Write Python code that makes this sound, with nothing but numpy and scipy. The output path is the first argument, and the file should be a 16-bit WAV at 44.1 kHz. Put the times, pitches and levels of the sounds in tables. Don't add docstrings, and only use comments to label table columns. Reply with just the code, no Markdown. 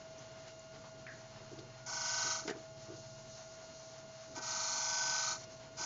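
import sys
import numpy as np
from scipy import signal
from scipy.fft import rfft, irfft, next_fast_len
from scipy.io import wavfile
from scipy.ndimage import map_coordinates

SR = 44100
rng = np.random.default_rng(int(sys.argv[2]) if len(sys.argv) > 2 else 0)


def dump(signal):
    limited = np.clip(np.atleast_2d(signal).T, -1, 1)
    pcm = np.round(limited * 32767).astype(np.int16)
    wavfile.write(sys.argv[1], SR, pcm)


N = 257984

# (touch [s], catch time [s], feed-in time [s], back-off start [s], back-off time [s],
# clear [s], relative rasp level [dB], relative buzz level [dB])
PASSES = [ (1.86, .005, .17, 2.32, 0.14, 2.475, -37.8, -45),
          (4.346, .013, .03, 4.388, .012, 4.41, -43, -44.2),
          (4.409, .013, .085, 5.318, .07, 5.445, -37.7, -44.8),
          (5.764, .02, .045, 5.9, .06, 6.0, -38.5, -45), ]
def grinding():
    first = contact(PASSES[:1], FIRST_CHATTER, FIRST_MODES, high_spot_s=2.103, throb_db=1.5,
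                    rough_db=1.5, scrape_db=-2, sing_db=-2.4, chatter_db=.9, body_db=-3, start_db=-2)
    later = contact(PASSES[1:], LATER_CHATTER, LATER_MODES, high_spot_s=4.94, throb_db=2,
                    rough_db=2, scrape_db=-3, sing_db=-2.5, chatter_db=.26, body_db=-5, start_db=-9)
    return cam_turn(first + later)


# (frequency [Hz], relative density [dB])
BODY_SPECTRUM = [(450, -41.5), (620, -15), (720, -8), (860, -6), (1080, -11), (1280, -3), (1520, -6.5),
                 (1600, -20), (1800, -25.5)]
# (centre [Hz], half-width [Hz], swing [dB], peak after high spot [turns])
FLARES = [(1260, 170, 1.8, .1), (2300, 220, 2, .2), (4280, 260, 4.4, .11), (4820, 110, 2.8, -.22),
          (5060, 120, 2.2, -.08), (5620, 150, .8, .1), (6430, 140, 1, -.14), (6730, 130, 3.2, .33)]
def contact(passes, waves, modes, high_spot_s, throb_db, rough_db, scrape_db, sing_db, chatter_db,
            body_db, start_db):
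    rasp_gain, buzz_gain, load = bite(passes)
    speed_hz = wheel_speed(load)
    high_spot = round(high_spot_s * SR)
    turns = (np.cumsum(speed_hz) - np.sum(speed_hz[:high_spot])) / SR
    pressure_db = throb_db * np.cos(2 * np.pi * turns)
    tones = chatter(passes, waves, turns, speed_hz[high_spot], throb_db, rough_db, start_db)
    body = coloured(wheel_face(turns, fresh_share=.15, patchy_db=2), BODY_SPECTRUM)
    buzz = amp(chatter_db) * tones + amp(body_db + .6 * pressure_db) * body
    bright = rasp(modes, turns, load, scrape_db, sing_db)
    return swing_bands(rasp_gain * bright + buzz_gain * buzz, turns, FLARES)


TOUCH_RASP_DB, TOUCH_BUZZ_DB, SPARK_OUT_DB = -8.7, -6.5, -14.5
RING_LAG_RATIO, RING_OUT_S, RING_EXPONENT = 1.5, .034, .85
def bite(passes):
    t = np.arange(N) / SR
    ramp = lambda start_s, length_s: np.clip((t - start_s) / length_s, 0, 1)
    rasp_gain, buzz_gain, load = np.zeros((3, N))
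    for touch_s, catch_s, feed_s, back_off_s, retract_s, clear_s, rasp_db, buzz_db in passes:
        shallow = np.exp(-np.maximum(t - touch_s, 0) / feed_s)
        held = 1 - ramp(back_off_s, retract_s)
        touching = ramp(touch_s, catch_s) * (1 - ramp(clear_s, catch_s))
        cut = touching * amp(TOUCH_RASP_DB * shallow) * np.maximum(held, amp(SPARK_OUT_DB))
        load += cut
        rasp_gain += amp(rasp_db) * cut
        ring_in = ramp(touch_s, RING_LAG_RATIO * catch_s)
        ring_out = (1 - ramp(back_off_s, max(retract_s, RING_OUT_S))) ** RING_EXPONENT
        buzz_gain += amp(buzz_db + TOUCH_BUZZ_DB * shallow) * ring_in * ring_out
    return rasp_gain, buzz_gain, load


def wheel_speed(load, free_hz=23.875, sag_hz=.18, inertia_s=.3):
    step = 1 / (inertia_s * SR)
    return free_hz - sag_hz * signal.lfilter([step], [1, step - 1], load)


def wheel_face(turns, fresh_share, patchy_db, orders=900, size=16384):
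    passing = lambda face: np.interp(turns, np.arange(size) / size, unit(face), period=1)
    phases = lambda count: np.exp(2j * np.pi * rng.random(count))
    track = lambda: passing(irfft(np.r_[0, phases(orders)], size))
    wander = .5 * wobble(2.974)
    grit = np.cos(wander) * track() + np.sin(wander) * track()
    patches = passing(irfft(np.r_[0, 0, phases(10)], size))
    gain = amp(patchy_db * patches + .93 * wobble(150))
    return gain * (np.sqrt(1 - fresh_share) * grit + np.sqrt(fresh_share) * noise())


# (frequency [Hz], relative level [dB])
FIRST_MODES = [(2870, -68), (3190, -65), (3850, -66), (4200, -62), (4360, -63), (4840, -67), (5030, -63),
               (5362, -55), (5577, -52.5), (5647, -58), (5960, -58), (6153, -54), (6363, -55), (6710, -54)]
LATER_MODES = [(3170, -73), (3430, -70), (3650, -72), (3830, -67), (4110, -59.5), (4320, -54.5),
               (4390, -59.5), (4818, -60.5), (4930, -63), (5055, -55.5), (5206, -62), (5679, -56),
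               (5943, -57), (6062, -57), (6150, -52.5), (6344, -55), (6508, -56), (6702, -53)]
# (frequency [Hz], relative density [dB])
GRIT_SPECTRUM = [(1500, -25.5), (1780, -26), (1920, -12.5), (2350, -11), (2750, -17.5), (3200, -13.5),
                 (3600, -12.5), (4000, -14), (4320, -4.5), (4550, -6), (5000, -3), (6250, -1), (6800, -3.5),
                 (7300, -8.5)]
# (angle after high spot [turns], half-width [turns], rasp change [dB])
WHEEL_SPOTS = [(.02, .014, 3), (-.41, .06, -2.2)]
def rasp(modes, turns, load, scrape_db, sing_db, width_hz=22, load_exponent=.3):
    scrape = coloured(wheel_face(turns, fresh_share=.12, patchy_db=1), GRIT_SPECTRUM)
    force = wheel_face(turns, fresh_share=.1, patchy_db=2.5)
    mode = lambda hz: unit(signal.lfilter(*signal.iirpeak(hz, hz / width_hz, SR), force))
    sing = unit(sum(amp(db + 1.5 * wobble(6)) * mode(hz) for hz, db in modes))
    spots_db = sum(db * np.exp(-(((turns - at + .5) % 1 - .5) / width) ** 2)
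                   for at, width, db in WHEEL_SPOTS)
    return amp(spots_db) * (amp(scrape_db) * scrape + amp(sing_db) * load ** load_exponent * sing)


MAIN_ORDER, ORDERS_PER_TURN, LEAD_TURNS, BUILD_S = 64, 54, .07, .19
# (nominal frequency [Hz], relative level [dB])
FIRST_CHATTER = [(786, -62), (833, -64), (931, -61), (953, -55), (1143, -64), (1238, -65), (1287, -58),
                 (1310, -65), (1357, -59), (1480, -54), (1502, -59), (1523, -50), (1954, -66), (2169, -64),
                 (2266, -66)]
LATER_CHATTER = [(854, -64), (877.5, -61), (902, -64), (950, -51.8), (1141, -60), (1238, -57.5),
                 (1259, -64), (1283, -66), (1306, -68), (1425, -63), (1473, -58.5), (1518, -47.5),
                 (1900, -69), (2137, -68), (2374, -65.5), (3420, -68)]
def chatter(passes, waves, turns, wheel_hz, throb_db, rough_db, start_db):
    tones, young = np.zeros((2, N))
    for touch_s, *_ in passes:
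        age_s = np.arange(N) / SR - touch_s
        young = np.where(age_s >= 0, np.exp(-np.abs(age_s) / BUILD_S), young)
    wave_turns = turns + LEAD_TURNS
    for hz, db in waves:
        order = np.round(hz / wheel_hz)
        lag_turns = (MAIN_ORDER - order) / ORDERS_PER_TURN
        depth_db = throb_db * min(order / MAIN_ORDER, 1) ** 2
        swing_db = depth_db * np.cos(2 * np.pi * (wave_turns - lag_turns))
        build_db = start_db * young * (order == MAIN_ORDER)
        flicker_db = 1.5 * wobble(5.21) + rough_db * wobble(70)
        cycles = order * wave_turns + .5 * (MAIN_ORDER - order) * lag_turns
        tones += amp(db + swing_db + build_db + flicker_db) * np.sin(2 * np.pi * cycles)
    return unit(tones)


# (centre [Hz], half-width [Hz], swing [dB], peak time [s])
LOBE_BANDS = [(920, 110, 1, 4.95), (1300, 80, 5, 4.55), (1505, 45, 2.8, 5.09), (1880, 75, 4, 3.7),
              (2850, 330, 2.5, 5.14), (3400, 130, 1.5, 5.03), (3970, 200, 4, 5.28), (4350, 130, 2.5, 4.71),
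              (4830, 90, 3.5, 5.08), (5050, 90, 4, 5.03)]
def cam_turn(x, turn_s=.742):
    bands = [(hz, width_hz, db, peak_s / turn_s) for hz, width_hz, db, peak_s in LOBE_BANDS]
    return swing_bands(x, np.arange(N) / SR / turn_s, bands)


# (time [s], level [dB])
STOP_HITS = [(2.4795, -36), (2.489, -47), (2.496, -36), (2.509, -36)]
# (frequency [Hz], relative level [dB], t60 [s])
STOP_MODES = [(290, -16, .04), (355, -6.5, 0.055), (405, 1.5, 0.06), (721, -4, 0.035), (904, -9, 0.04),
              (1250, -12, .03), (1543, -15, 0.06), (1760, -16, 0.05), (1960, -12, 0.06), (2870, -15, 0.035)]
# (frequency [Hz], relative density [dB])
CRACK_SPECTRUM = [(400, -4), (900, 0), (2000, -14), (3500, -11), (7300, -22)]
def clunk(crack_db=-8, crack_t60_s=.028, low_cut_hz=155):
    out, cracks = np.zeros((2, N))
    age_s = np.arange(SR // 4) / SR
    for time_s, db in STOP_HITS:
        start = round(time_s * SR)
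        span = slice(start, start + len(age_s))
        cracks[span] += amp(db + crack_db - 60 * age_s / crack_t60_s)
        for hz, mode_db, t60_s in STOP_MODES:
            detune, louder = rng.standard_normal(2)
            ring = np.sin(2 * np.pi * hz * (1 + .025 * detune) * age_s)
            out[span] += amp(db + mode_db + 1.7 * louder - 60 * age_s / t60_s) * ring
    out += cracks * coloured(noise(), CRACK_SPECTRUM)
    return signal.sosfilt(signal.butter(2, low_cut_hz, 'highpass', fs=SR, output='sos'), out)


# (time [s], relative level [dB], t60 [s])
KNOCKS = [(1.395, -54.5, 0.32), (1.513, -45.5, 0.28), (1.573, -44.5, 0.33), (2.243, -44.5, 0.25),
          (2.452, -38.5, 0.19), (2.547, -40.5, 0.17), (2.882, -43.5, 0.39), (4.367, -40.5, 0.17),
          (5.796, -45.5, 0.19)]
# (frequency [Hz], relative density [dB])
BED_SPECTRUM = [(100, -14), (240, -13.5), (330, 3), (410, -2.5), (510, -12), (700, -14.5), (1400, -22.5),
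                (3000, -44.5)]
def knocks():
    power = np.zeros(N)
    for time_s, db, t60_s in KNOCKS:
        age_s = np.maximum(np.arange(N) / SR - time_s, 0)
        attack = 1 - np.exp(-age_s / (.02 * t60_s))
        power += (amp(db - 60 * age_s / t60_s) * attack) ** 2
    return amp(-3.5) * np.sqrt(power) * coloured(noise(), BED_SPECTRUM)


# (time [s], level [dB], t60 [s], centre [Hz], half-width [octaves])
CLINKS = [(.181, -53.5, 0.13, 6060, .1), (.475, -53, 0.23, 4500, 1.8), (.594, -46.5, 0.031, 6800, 0.18),
          (.84, -57.5, 0.39, 970, 0.35), (1.066, -39.5, 0.042, 1840, 0.25), (1.07, -50, 0.48, 1715, 0.24),
          (1.587, -50.5, 0.08, 4400, 0.61), (2.477, -38, 0.077, 4700, 0.68), (2.477, -43, 0.24, 1640, 0.39),
          (2.499, -40.5, 0.064, 5060, 0.76)]
def clinks(attack_s=.00079):
    out = np.zeros(N)
    for time_s, db, t60_s, centre_hz, octaves in CLINKS:
        age_s = np.maximum(np.arange(N) / SR - time_s, 0)
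        band = lambda hz: 1 / (1 + (np.log2((hz + 1) / centre_hz) / octaves) ** 2)
        cluster = unit(filtered(noise(), band))
        out += amp(db - 60 * age_s / t60_s) * (1 - np.exp(-age_s / attack_s)) * cluster
    return out


# (time [s], level [dB])
WHINE_LEVELS = [(0, -55), (1, -57), (1.7, -59), (2.4, -54), (3.2, -56.5), (4.8, -54.5), (5.85, -57.5)]
# (frequency [Hz], relative level [dB])
HUM_TONES = [(34.3, -13.5), (102.8, -8), (120, -3.5), (137.2, -4.5), (211, -10)]
# (time [s], half-width [s], gain [dB])
HUM_SWELLS = [(1.55, 0.45, 6), (2.58, 0.38, 3), (3.15, 0.27, 5.5)]
# (frequency [Hz], level [dB])
BEARING_TONES = [(845.2, -74.5), (1077, -76), (1427, -69.5), (2116, -78), (2821, -75.5), (3171, -85.5),
                 (3806, -89.5), (4226, -77)]
def drive(side_tone_db=-68, hum_db=-64.5):
    whine_db = np.interp(np.arange(N) / SR, *np.transpose(WHINE_LEVELS))
    whine = amp(whine_db) * tone(645.7, drift_hz=.59, rate_hz=4.84)
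    whine += amp(side_tone_db) * tone(663.7, drift_hz=.98, rate_hz=4.93)
    hum = sum(amp(db + 2 * wobble(4)) * tone(hz, drift_hz=.63, rate_hz=6) for hz, db in HUM_TONES)
    bearings = sum(amp(db + 2.1 * wobble(8.2)) * tone(hz, drift_hz=.0111 * hz, rate_hz=140)
                   for hz, db in BEARING_TONES)
    return whine + amp(hum_db + bells(np.arange(N) / SR, HUM_SWELLS)) * hum + bearings


# (frequency [Hz], relative density [dB])
RUMBLE_SPECTRUM = [(18, -15.5), (35, -16), (60, -7.5), (90, -6), (130, 1.5), (175, -4), (250, -3.5),
                   (380, -5.5), (540, -7), (780, -41.5)]
AIR_SPECTRUM = [(450, -19.5), (650, 2.5), (900, -1), (1300, -4), (1700, -6), (2500, -8.5), (3500, -9),
                (5000, -9), (7300, -15.5)]
HISS_SPECTRUM = [(2500, -27), (3700, -4.5), (4250, 2), (4600, -1.5), (5500, 1.5), (6600, 4.5), (7300, -5)]
# (time [s], half-width [s], gain [dB])
HISS_SWELLS = [(1.4, 0.42, -1), (3.28, 0.54, 6), (3.85, 0.13, 4), (4.25, 0.14, 4), (5.52, 0.026, 6.5)]
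def idle_noise(rumble_db=-62.5, air_db=-61, hiss_db=-64):
    rumble = amp(rumble_db + 2 * wobble(12)) * coloured(noise(), RUMBLE_SPECTRUM)
    air = amp(air_db + 1.9 * wobble(20.99)) * coloured(noise(), AIR_SPECTRUM)
    swell_db = bells(np.arange(N) / SR, HISS_SWELLS)
    hiss = amp(hiss_db + swell_db + 1.4 * wobble(25)) * coloured(noise(), HISS_SPECTRUM)
    return rumble + air + hiss


def swing_bands(x, turns, bands):
    out = x
    for centre_hz, width_hz, swing_db, peak_turns in bands:
        band = filtered(x, lambda hz: np.exp(-((hz - centre_hz) / width_hz) ** 4))
        swing = unit(amp(swing_db * np.cos(2 * np.pi * (turns - peak_turns))))
        out = out + band * (swing - 1)
    return out


def amp(db):
    return 10 ** (np.asarray(db) / 20)


def unit(x):
    return x / np.sqrt(np.mean(x ** 2) + 1e-20)


def noise():
    return rng.standard_normal(N)


def wobble(rate_hz, hop=64):
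    at = np.arange(0, N + hop, hop)
    knots = rng.standard_normal(int(N * rate_hz / SR) + 4)
    return np.interp(np.arange(N), at, map_coordinates(knots, [at * rate_hz / SR]))


def tone(hz, drift_hz, rate_hz):
    cycles = np.cumsum(hz + drift_hz * wobble(rate_hz)) / SR
    return np.sqrt(2) * np.sin(2 * np.pi * (cycles + rng.random()))


def bells(axis, rows):
    return sum(height * np.exp(-((axis - centre) / width) ** 2) for centre, width, height in rows)


def filtered(x, response):
    size = next_fast_len(N + SR // 2)
    return irfft(rfft(x, size) * response(np.fft.rfftfreq(size, 1 / SR)), size)[:N]


def coloured(x, spectrum):
    points_hz, db = np.transpose(spectrum)
    return unit(filtered(x, lambda hz: amp(np.interp(np.log(hz + 1), np.log(points_hz), db, -120, -120))))


def scene():
    return (grinding() + drive() + idle_noise() + knocks() + clunk() + clinks())[None]


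# (centre [Hz], half-width [Hz], gain [dB])
NOTCHES = [(3300, 12, -10), (3976, 40, -18.5)]
def record(dry, top_hz=7300):
    notched = filtered(dry[0], lambda hz: amp(bells(hz, NOTCHES)))
    return filtered(notched, lambda hz: 1 / np.sqrt(1 + np.minimum(hz / top_hz, 2) ** 500))[None]


dry = scene()
out = record(dry)
dump(out)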